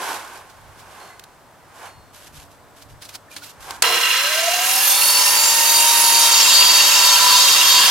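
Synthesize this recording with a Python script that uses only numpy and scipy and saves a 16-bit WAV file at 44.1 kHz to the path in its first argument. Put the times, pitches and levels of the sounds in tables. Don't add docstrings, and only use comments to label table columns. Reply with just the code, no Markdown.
import sys
import numpy as np
from scipy import signal
from scipy.fft import rfft, irfft
from scipy.io import wavfile

SR = 44100
rng = np.random.default_rng(int(sys.argv[2]) if len(sys.argv) > 2 else 0)


def digitize_waveform(pressure):
    field = np.atleast_2d(pressure).T
    bounded = np.clip(field, -1, 1)
    quanta = np.round(bounded * 32767).astype(np.int16)
    wavfile.write(sys.argv[1], SR, quanta)


N = 348390
T = np.arange(N) / SR
HZ = np.maximum(np.fft.rfftfreq(N, 1 / SR), 1)
SWITCH_ON_S = 3.8218
TEETH, FREE_TOOTH_HZ = 20, 942
PANEL_RADIATION = 1 / (1 + (500 / HZ) ** 2)


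def from_db(db):
    return 10 ** (np.asarray(db) / 20)


def unit_power(x):
    return x / np.sqrt(np.mean(x ** 2) + 1e-20)


def over_time(points):
    return np.interp(T, *np.transpose(points))


def over_hz(points):
    hz, value = np.transpose(points)
    return np.interp(np.log(HZ), np.log(hz), value)


def colour(points):
    return from_db(over_hz(points)) * np.minimum(HZ / points[0][0], 1) ** 2


def resonances(modes, at=HZ):
    return np.sqrt(sum(from_db(db) ** 2 / (1 + ((at ** 2 - hz ** 2) / (at * width)) ** 2)
                       for hz, width, db in modes))


def swells(events):
    return sum(from_db(db) * np.exp(-np.maximum((peak - T) / swell, (T - peak) / decay).clip(max=40))
               for peak, db, swell, decay in events)


def burst(start_s, attack_s, hold_s, decay_s):
    age = T - start_s
    return np.clip(age / attack_s, 0, 1) * np.exp(-np.clip((age - hold_s) / decay_s, 0, 40))


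def drift(rate_hz):
    step, settle = 40, 2000
    pole = np.exp(-2 * np.pi * rate_hz * step / SR)
    white = rng.standard_normal(N // step + settle + 2)
    slow = signal.lfilter([1], [1, -2 * pole, pole * pole], white)[settle:]
    return np.interp(np.arange(N) / step, np.arange(len(slow)), unit_power(slow))


def pan(left_db):
    return from_db(np.array([[left_db], [-left_db]]) / 2)


def tone(cycles, flutter_db, wobble_rad, apart_rad, rate_hz=22):
    phase = 2 * np.pi * cycles + wobble_rad * drift(rate_hz)
    level = unit_power(from_db(flutter_db * (drift(1.7) + drift(rate_hz)) / 2))
    spread = apart_rad * drift(0.66) * np.array([[1], [-1]])
    return np.sqrt(2) * level * np.sin(phase + spread)


# frequency_hz, correlation
COHERENCE = [(40, 0.26), (150, 0.47), (300, 0.74), (600, 0.92), (1200, 0.76), (2500, 0.69), (5000, 0.49),
             (9000, 0.15), (14000, 0.87)]
def noise(gain):
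    mid, side = rfft(rng.standard_normal((2, N)))
    alike = over_hz(COHERENCE)
    spectrum = np.sqrt(1 + alike) * mid + np.sqrt(1 - alike) * side * [[1], [-1]]
    return unit_power(irfft(gain * spectrum, N))


# frequency_hz, gain_db
RUSTLE_SPECTRUM = [(76, -48), (130, -1.5), (427, -3), (565, -0.5), (651, 0), (994, 1), (1120, -1.5),
                   (1610, -5.5), (2610, -14.5), (7150, -19), (8070, -18), (15100, -24), (16000, -33)]
# pitch_hz, width_hz, gain_db
HUM_BANDS = [(99.2, 2.6, -1.5), (286.7, 3, -9.5), (600, 2.9, -10), (7800, 30, -28)]
# frequency_hz, gain_db
RUMBLE_SPECTRUM = [(12, -35), (20, -3), (96, -2), (124, -4), (154, 1), (182, -25), (200, -14), (260, -44),
                   (440, -120)]
# peak_s, level_db, swell_s, decay_s
LOW_BUMPS = [(.68, -52, 0.093, .12), (1.98, -46, .02, 0.028), (2.38, -45, 0.055, 0.04),
             (2.93, -43, 0.038, 0.038), (3.6, -53, 0.033, .25)]
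def outdoors():
    rustle = from_db(-49.5) * noise(colour(RUSTLE_SPECTRUM))
    hum = from_db(np.interp(T, [1.6, 2.1], [-64, -56])) * noise(resonances(HUM_BANDS))
    rumble = (from_db(-60) + swells(LOW_BUMPS)) * noise(colour(RUMBLE_SPECTRUM) / (1 + (HZ / 160) ** 4))
    return (rustle + hum + rumble) * np.exp(-np.maximum(T - SWITCH_ON_S, 0) / 0.067)


# peak_s, level_db, swell_s, decay_s
CARRIAGE_RUNS = [(.12, -32.5, 1.4, 0.095), (.36, -48, 0.067, 0.078), (1.03, -46.5, 0.31, 0.15),
                 (1.86, -41.5, 0.085, 0.042), (3.71, -39, 0.069, 0.073)]
# frequency_hz, gain_db
CARRIAGE_SPECTRUM = [(88, -57), (150, -25), (297, -13), (368, -6.5), (578, -7.5), (805, 0.5), (979, -0.5),
                     (1060, 2.5), (1290, -6), (1530, -0.5), (1940, -11), (2220, -9), (4000, -17.5),
                     (9440, -16.5), (16000, -30)]
# start_s, length_s, level_db
SLIDE_STROKES = [(0, 0.16, -30.5), (0.187, 0.21, -44.5), (0.457, 0.68, -58), (0.896, 0.2, -52),
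                 (1.736, 0.15, -47.5), (2.126, 0.15, -43), (2.322, 0.11, -43), (2.496, .04, -53.5),
                 (2.743, 0.087, -49), (2.882, .03, -49), (3.015, .14, -46.5), (3.295, 0.076, -42),
                 (3.42, .08, -40), (3.594, 0.16, -40.5)]
# frequency_hz, gain_db
FRICTION_SPECTRUM = [(710, -42), (1200, -5), (1460, 1), (2000, -4), (2380, -3.5), (2620, 0), (10000, -4.5),
                     (13000, -4.5), (16000, -36)]
# peak_s, level_db, swell_s, decay_s
BOARD_KNOCKS = [(.502, -47, 0.0081, .012), (.8, -45.5, 0.017, 0.021), (1.196, -32.5, 0.00072, 0.0027),
                (1.239, -36, .0009, 0.0036), (2.825, -41, 0.0079, 0.0069), (3.024, -35.5, 0.0058, 0.014),
                (3.055, -39, 0.0046, 0.01), (3.093, -34.5, 0.0035, 0.0056), (3.156, -29.5, 0.011, 0.0062),
                (3.365, -27.5, 0.0012, 0.01), (3.384, -45, .003, 0.0037), (3.44, -37, 0.018, 0.026),
                (3.696, -44, 0.0035, .01), (3.708, -23, 0.00062, 0.003)]
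# pitch_hz, width_hz, gain_db
TABLE_MODES = [(290, 60, 4), (900, 470, -17), (1450, 300, 4), (2400, 1100, 3.5), (4370, 2200, 8.5),
               (9600, 4200, 1)]
def handling(shake_db=-14):
    blows = swells(BOARD_KNOCKS)
    strokes = sum(from_db(db) * burst(start, 0.021, length, 0.025) for start, length, db in SLIDE_STROKES)
    carriage_drive = from_db(5) * swells(CARRIAGE_RUNS) + from_db(shake_db) * blows
    roll = carriage_drive * noise(colour(CARRIAGE_SPECTRUM) / np.sqrt(1 + (HZ / 10000) ** 2))
    slide = strokes * from_db(-3.5 + 2.2 * drift(90)) * noise(colour(FRICTION_SPECTRUM))
    knocks = blows * noise(resonances(TABLE_MODES))
    return (roll + slide + knocks) * (T < SWITCH_ON_S) * pan(-2.1)


# start_s, pitch_hz, level_db,
# decay_s
METAL_SQUEAKS = [(1.0, 4264, -55, 0.13), (1.1, 2040, -46, 0.03), (1.88, 4300, -55, 0.16),
                 (1.88, 2830, -63, .14), (3.283, 1770, -43, 0.0081), (3.312, 2400, -43, 0.02),
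                 (3.42, 1440, -38, 0.012)]
def squeaks():
    return sum(from_db(db) * burst(start, 0.0028, 0, decay)
               * tone(hz * T, flutter_db=2, wobble_rad=0.63, apart_rad=0.31)
               for start, hz, db, decay in METAL_SQUEAKS)


# frequency_hz, gain_db
SNAP_SPECTRUM = [(120, -56), (200, -23), (1420, -5), (3620, -11.5), (4270, -1.5), (5840, -10), (7970, -3),
                 (11100, -13), (13600, -18), (16000, -27)]
def switch(trip_db=-13, contact_db=-5.5, travel_s=0.00075, hold_s=0.0038, decay_s=0.003):
    age = T - SWITCH_ON_S
    level = (age > 0) * from_db(np.where(age < travel_s, trip_db, contact_db))
    fading = np.exp(-np.clip((age - travel_s - hold_s) / decay_s, 0, 40))
    return level * fading * noise(colour(SNAP_SPECTRUM))


# pitch_hz, width_hz, gain_db
HOUSING_MODES = [(1040, 25, -2.5), (1309, 28, 0), (1576, 33, 0.5), (1940, 380, -6.5), (2460, 110, -10.5),
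                 (2820, 59, 3), (3284, 330, -7), (4080, 78, -1.5), (5340, 150, -7.5)]
def housing_rattle(turns, strain, depth):
    level = from_db(-21.5 + 3.5 * strain + 4.5 * depth + 1.55 * drift(50)) * np.sqrt(strain)
    mains = np.sin(2 * np.pi * 120 * T)
    pulsing = 1 + 0.057 * mains + 0.11 * np.sin(2 * np.pi * turns)
    return level * pulsing * noise(resonances(HOUSING_MODES) * PANEL_RADIATION) * pan(-2.5)


# frequency_hz, gain_db
AIR_SPECTRUM = [(60, -28), (150, -15.5), (300, -7.5), (500, -5), (800, -0.5), (1200, 3), (2200, 0),
                (3200, 2), (5000, -4), (9000, -44), (16000, -35)]
# pitch_hz, width_hz, gain_db
GUARD_MODES = [(630, 30, -28), (987.4, 8.9, 1.5), (1153, 14, -13), (1352, 2.2, -2)]
# time_s, level_db
HOWL_LEVELS = [(3.85, -37), (4.8, -38), (5.2, -26.5), (5.6, -35), (5.85, -31.5), (6.9, -27), (7.33, -18),
               (7.55, -28.5), (7.9, -27)]
def airflow(strain, depth):
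    rush = from_db(-27.5 - 5.2 * strain + 4.5 * depth) * noise(colour(AIR_SPECTRUM))
    howl = from_db(over_time(HOWL_LEVELS)) * noise(resonances(GUARD_MODES) * PANEL_RADIATION)
    return rush * pan(-1.1) + howl * pan(0.96)


# pitch_hz, width_hz, gain_db
CHATTER_MODES = [(2584, 58, -6), (2766, 45, 3.5)]
def guard_chatter(strain, depth):
    level = from_db(-34.5 + 2 * strain + 8.5 * depth + 4.5 * drift(39))
    return level * noise(resonances(CHATTER_MODES) * PANEL_RADIATION) * pan(-2.5)


# pitch_hz, width_hz, gain_db
FRAME_MODES = [(126, 12, -11.5), (245, 23, -18), (359.5, 4.9, 4.5), (479, 21, 5.5), (696, 85, -2),
               (1017, 150, -1)]
def frame_shudder(hold_s=0.068, fall_db_per_s=72):
    level = from_db(-23 - fall_db_per_s * np.maximum(T - SWITCH_ON_S - hold_s, 0))
    return level * noise(resonances(FRAME_MODES) * HZ / (HZ + 150)) * pan(-2.5)


# pitch_hz, width_hz, gain_db
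COWL_MODES = [(700, 140, -29.5)]
def cooling_fan(turns, speed, depth, vanes=18):
    vane_hz = vanes / TEETH * FREE_TOOTH_HZ * speed
    level = resonances(COWL_MODES, vane_hz) * from_db(-9 * depth)
    return level * tone(vanes * turns, flutter_db=7, wobble_rad=0.73, apart_rad=0.29) * pan(0.9)


# shaft_multiple, level_db
SHAFT_HARMONICS = [(11, -48), (12, -52), (13, -40), (19, -43), (22, -45), (24, -62)]
def motor_whine(turns, speed):
    whine = sum(from_db(db) * tone(order * turns, flutter_db=-1.5, wobble_rad=0.22, apart_rad=0.62)
                for order, db in SHAFT_HARMONICS)
    return whine * speed ** 4 * pan(0.9)


def growl(turns, speed):
    labour = np.clip(2.2 * (1 - speed), 0, 1) * speed ** 2
    rough = tone(3 * TEETH * turns, flutter_db=4, wobble_rad=3, apart_rad=0.4, rate_hz=110)
    return from_db(-25) * labour * rough


# pitch_hz, width_hz, gain_db
FLARE_RESONANCES = [(930, 20, -25), (1805, 30, -31), (2775, 40, -24), (3490, 45, -25), (3730, 30, -24),
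                    (4470, 70, -25), (5400, 40, -25), (6095, 50, -24), (6320, 50, -25), (6465, 60, -19),
                    (7320, 40, -18), (8690, 60, -24), (9140, 30, -27), (9285, 25, -24), (9930, 170, -25),
                    (10630, 110, -26), (11190, 70, -22), (11740, 160, -23), (12110, 30, -26),
                    (13000, 110, -19), (13340, 120, -30)]
# harmonic_number, gain_db
LOW_HARMONICS = [(2, 1.5), (3, -9), (4, 1), (5, 6.5), (6, 6.5), (7, -0.5), (8, 1)]
# harmonic_number, gain_db
HIGH_HARMONICS = [(9, -1), (10, 4), (11, -1), (12, 3), (13, 1), (14, -5), (15, 4), (16, -5), (17, -4)]
def teeth(turns, speed, depth, whistling, unevenness=0.11):
    response = resonances(FLARE_RESONANCES)
    tooth_hz = FREE_TOOTH_HZ * speed
    fundamental = tone(TEETH * turns, flutter_db=1.7, wobble_rad=0.033, apart_rad=0.21)
    out = np.interp(tooth_hz, HZ, response) * fundamental * pan(2.3)
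    low = LOW_HARMONICS, from_db(-43 + 9 * depth), from_db(-2 - 1.5 * depth), -0.7
    high = HIGH_HARMONICS, from_db(-38 - 11 * depth) * whistling, from_db(4 - 9 * depth), -2.5
    for harmonics, steady, flaring, left_db in (low, high):
        for k, db in harmonics:
            throb = 1 + unevenness * np.sin(2 * np.pi * (turns + rng.random()))
            partial = tone(k * TEETH * turns, flutter_db=3.5, wobble_rad=0.05 * k,
                           apart_rad=0.45, rate_hz=45)
            fading = unit_power(from_db(5 * drift(9)))
            flare = flaring * np.interp(k * tooth_hz, HZ, response) * from_db(-18 * (1 - whistling))
            level = from_db(db) * np.hypot(steady * fading, flare) * speed ** 2
            out += level * throb * partial * pan(left_db)
    return out


# frequency_hz, gain_db
RASP_SPECTRUM = [(1000, -47), (2200, 5.5), (3200, -4), (4500, 5.5), (6800, 9), (8000, 1.5), (12000, -5.5),
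                 (16000, -18)]
# frequency_hz, gain_db
HISS_SPECTRUM = [(3000, -12.5), (6500, -13), (8500, 2.5), (11000, 2.5), (13000, 2.5), (14500, -7.5),
                 (16000, -4.5)]
def rim_noise(turns, speed, depth, whistling, bite):
    runout = 1 + 0.32 * np.sin(2 * np.pi * turns)
    rasp = from_db(-27 + 7 * speed ** 6 + 0.4 * depth + drift(21)) * noise(colour(RASP_SPECTRUM))
    hiss = from_db(-28 + 8.5 * whistling - depth + 1.1 * drift(33)) * noise(colour(HISS_SPECTRUM))
    return bite * (runout * rasp * pan(-2.5) + hiss * pan(-4))


# pitch_hz, gain_db
PLATE_MODES = [(3079, -38), (3198, -34), (3736, -31), (3838, -31), (4107, -38), (4468, -30), (4587, -30),
               (4888, -35), (5082, -36), (5340, -37), (5399, -36), (5792, -39), (5954, -39), (6455, -35),
               (6648, -36), (6810, -39), (7020, -38), (7316, -36), (7698, -43), (8048, -42), (8253, -43),
               (8376, -43)]
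# peak_s, level_db, swell_s, decay_s
SINGING_SWELLS = [(5.76, -16.5, 0.086, 0.054), (6.39, -18, 0.033, 0.025), (6.6, -13, .06, 0.19),
                  (7.05, -27, 0.056, .5)]
def plate_ring(depth, whistling, quality=400, singing_hz=4590):
    modes = [(hz, hz / quality, db) for hz, db in PLATE_MODES]
    response = resonances(modes) / (1 + (2000 / HZ) ** 4)
    ring = from_db(-38 + 8 * whistling + 15 * depth + 1.3 * drift(4.7)) * noise(response)
    singing = tone(singing_hz * T, flutter_db=4, wobble_rad=1.1, apart_rad=0.5, rate_hz=20)
    return (ring + swells(SINGING_SWELLS) * singing) * pan(0.21)


# time_s, level_db
CUT_LEVELS = [(5.8, -44), (6.4, -25), (6.65, -19.5), (7.0, -29), (7.4, -25), (7.55, -21), (7.9, -16)]
# pitch_hz, width_hz, gain_db
KERF_MODES = [(1064, 82, -5.5), (3206, 12, 10), (3380, 140, -6), (3580, 130, -6), (4230, 170, -24),
              (4980, 62, 0.5)]
def wood_cut(bite):
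    level = from_db(over_time(CUT_LEVELS) + 0.3 * drift(30))
    return level * bite * noise(resonances(KERF_MODES)) * pan(0.21)


# time_s, tooth_rate_lost_hz
DRAG_LOSS = [(5, 0), (5.35, 5), (5.9, 0), (6.27, 8), (6.55, 30), (7, 35.5), (7.3, 49), (7.6, 64),
             (7.9, 101)]
def saw(spin_up_s=0.368, spin_up_shape=0.874, entry_s=4.4, sunk_s=6.44, whistle_speed=0.866):
    age = np.maximum(T - SWITCH_ON_S, 1 / SR)
    tooth_hz = FREE_TOOTH_HZ * (1 - np.exp(-(age / spin_up_s) ** spin_up_shape)) - over_time(DRAG_LOSS)
    turns = np.cumsum(tooth_hz) / SR / TEETH
    speed = tooth_hz / FREE_TOOTH_HZ
    strain = np.clip(2.5 * (1 - speed), 0.03, 1)
    depth = np.interp(T, [entry_s, sunk_s], [0, 1])
    whistling = (1 + np.tanh((speed - whistle_speed) / 0.0182)) / 2
    bite = 1 + 0.22 * np.sin(2 * np.pi * TEETH * turns)
    body = housing_rattle(turns, strain, depth) + airflow(strain, depth) + guard_chatter(strain, depth)
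    body += frame_shudder()
    motor = cooling_fan(turns, speed, depth) + motor_whine(turns, speed) + growl(turns, speed)
    blade = teeth(turns, speed, depth, whistling) + rim_noise(turns, speed, depth, whistling, bite)
    blade += plate_ring(depth, whistling) + wood_cut(bite)
    running = np.clip((T - SWITCH_ON_S) / 0.021, 0, 1)
    return running * (body + motor + blade)


def scene(left_lag_s=1.3e-5):
    left, right = outdoors() + handling() + squeaks() + switch() + saw()
    delay = np.exp(-2j * np.pi * HZ * left_lag_s)
    return np.array([irfft(rfft(left) * delay, N), right])


def record(dry, ceiling=1.5, low_hz=28, high_hz=15900):
    rounded = ceiling * np.tanh(dry / ceiling)
    highpass = signal.butter(2, low_hz, "high", fs=SR, output="sos")
    lowpass = signal.ellip(10, 0.2, 80, high_hz, fs=SR, output="sos")
    return signal.sosfilt(lowpass, signal.sosfilt(highpass, rounded))


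dry = scene()
out = record(dry)
digitize_waveform(out)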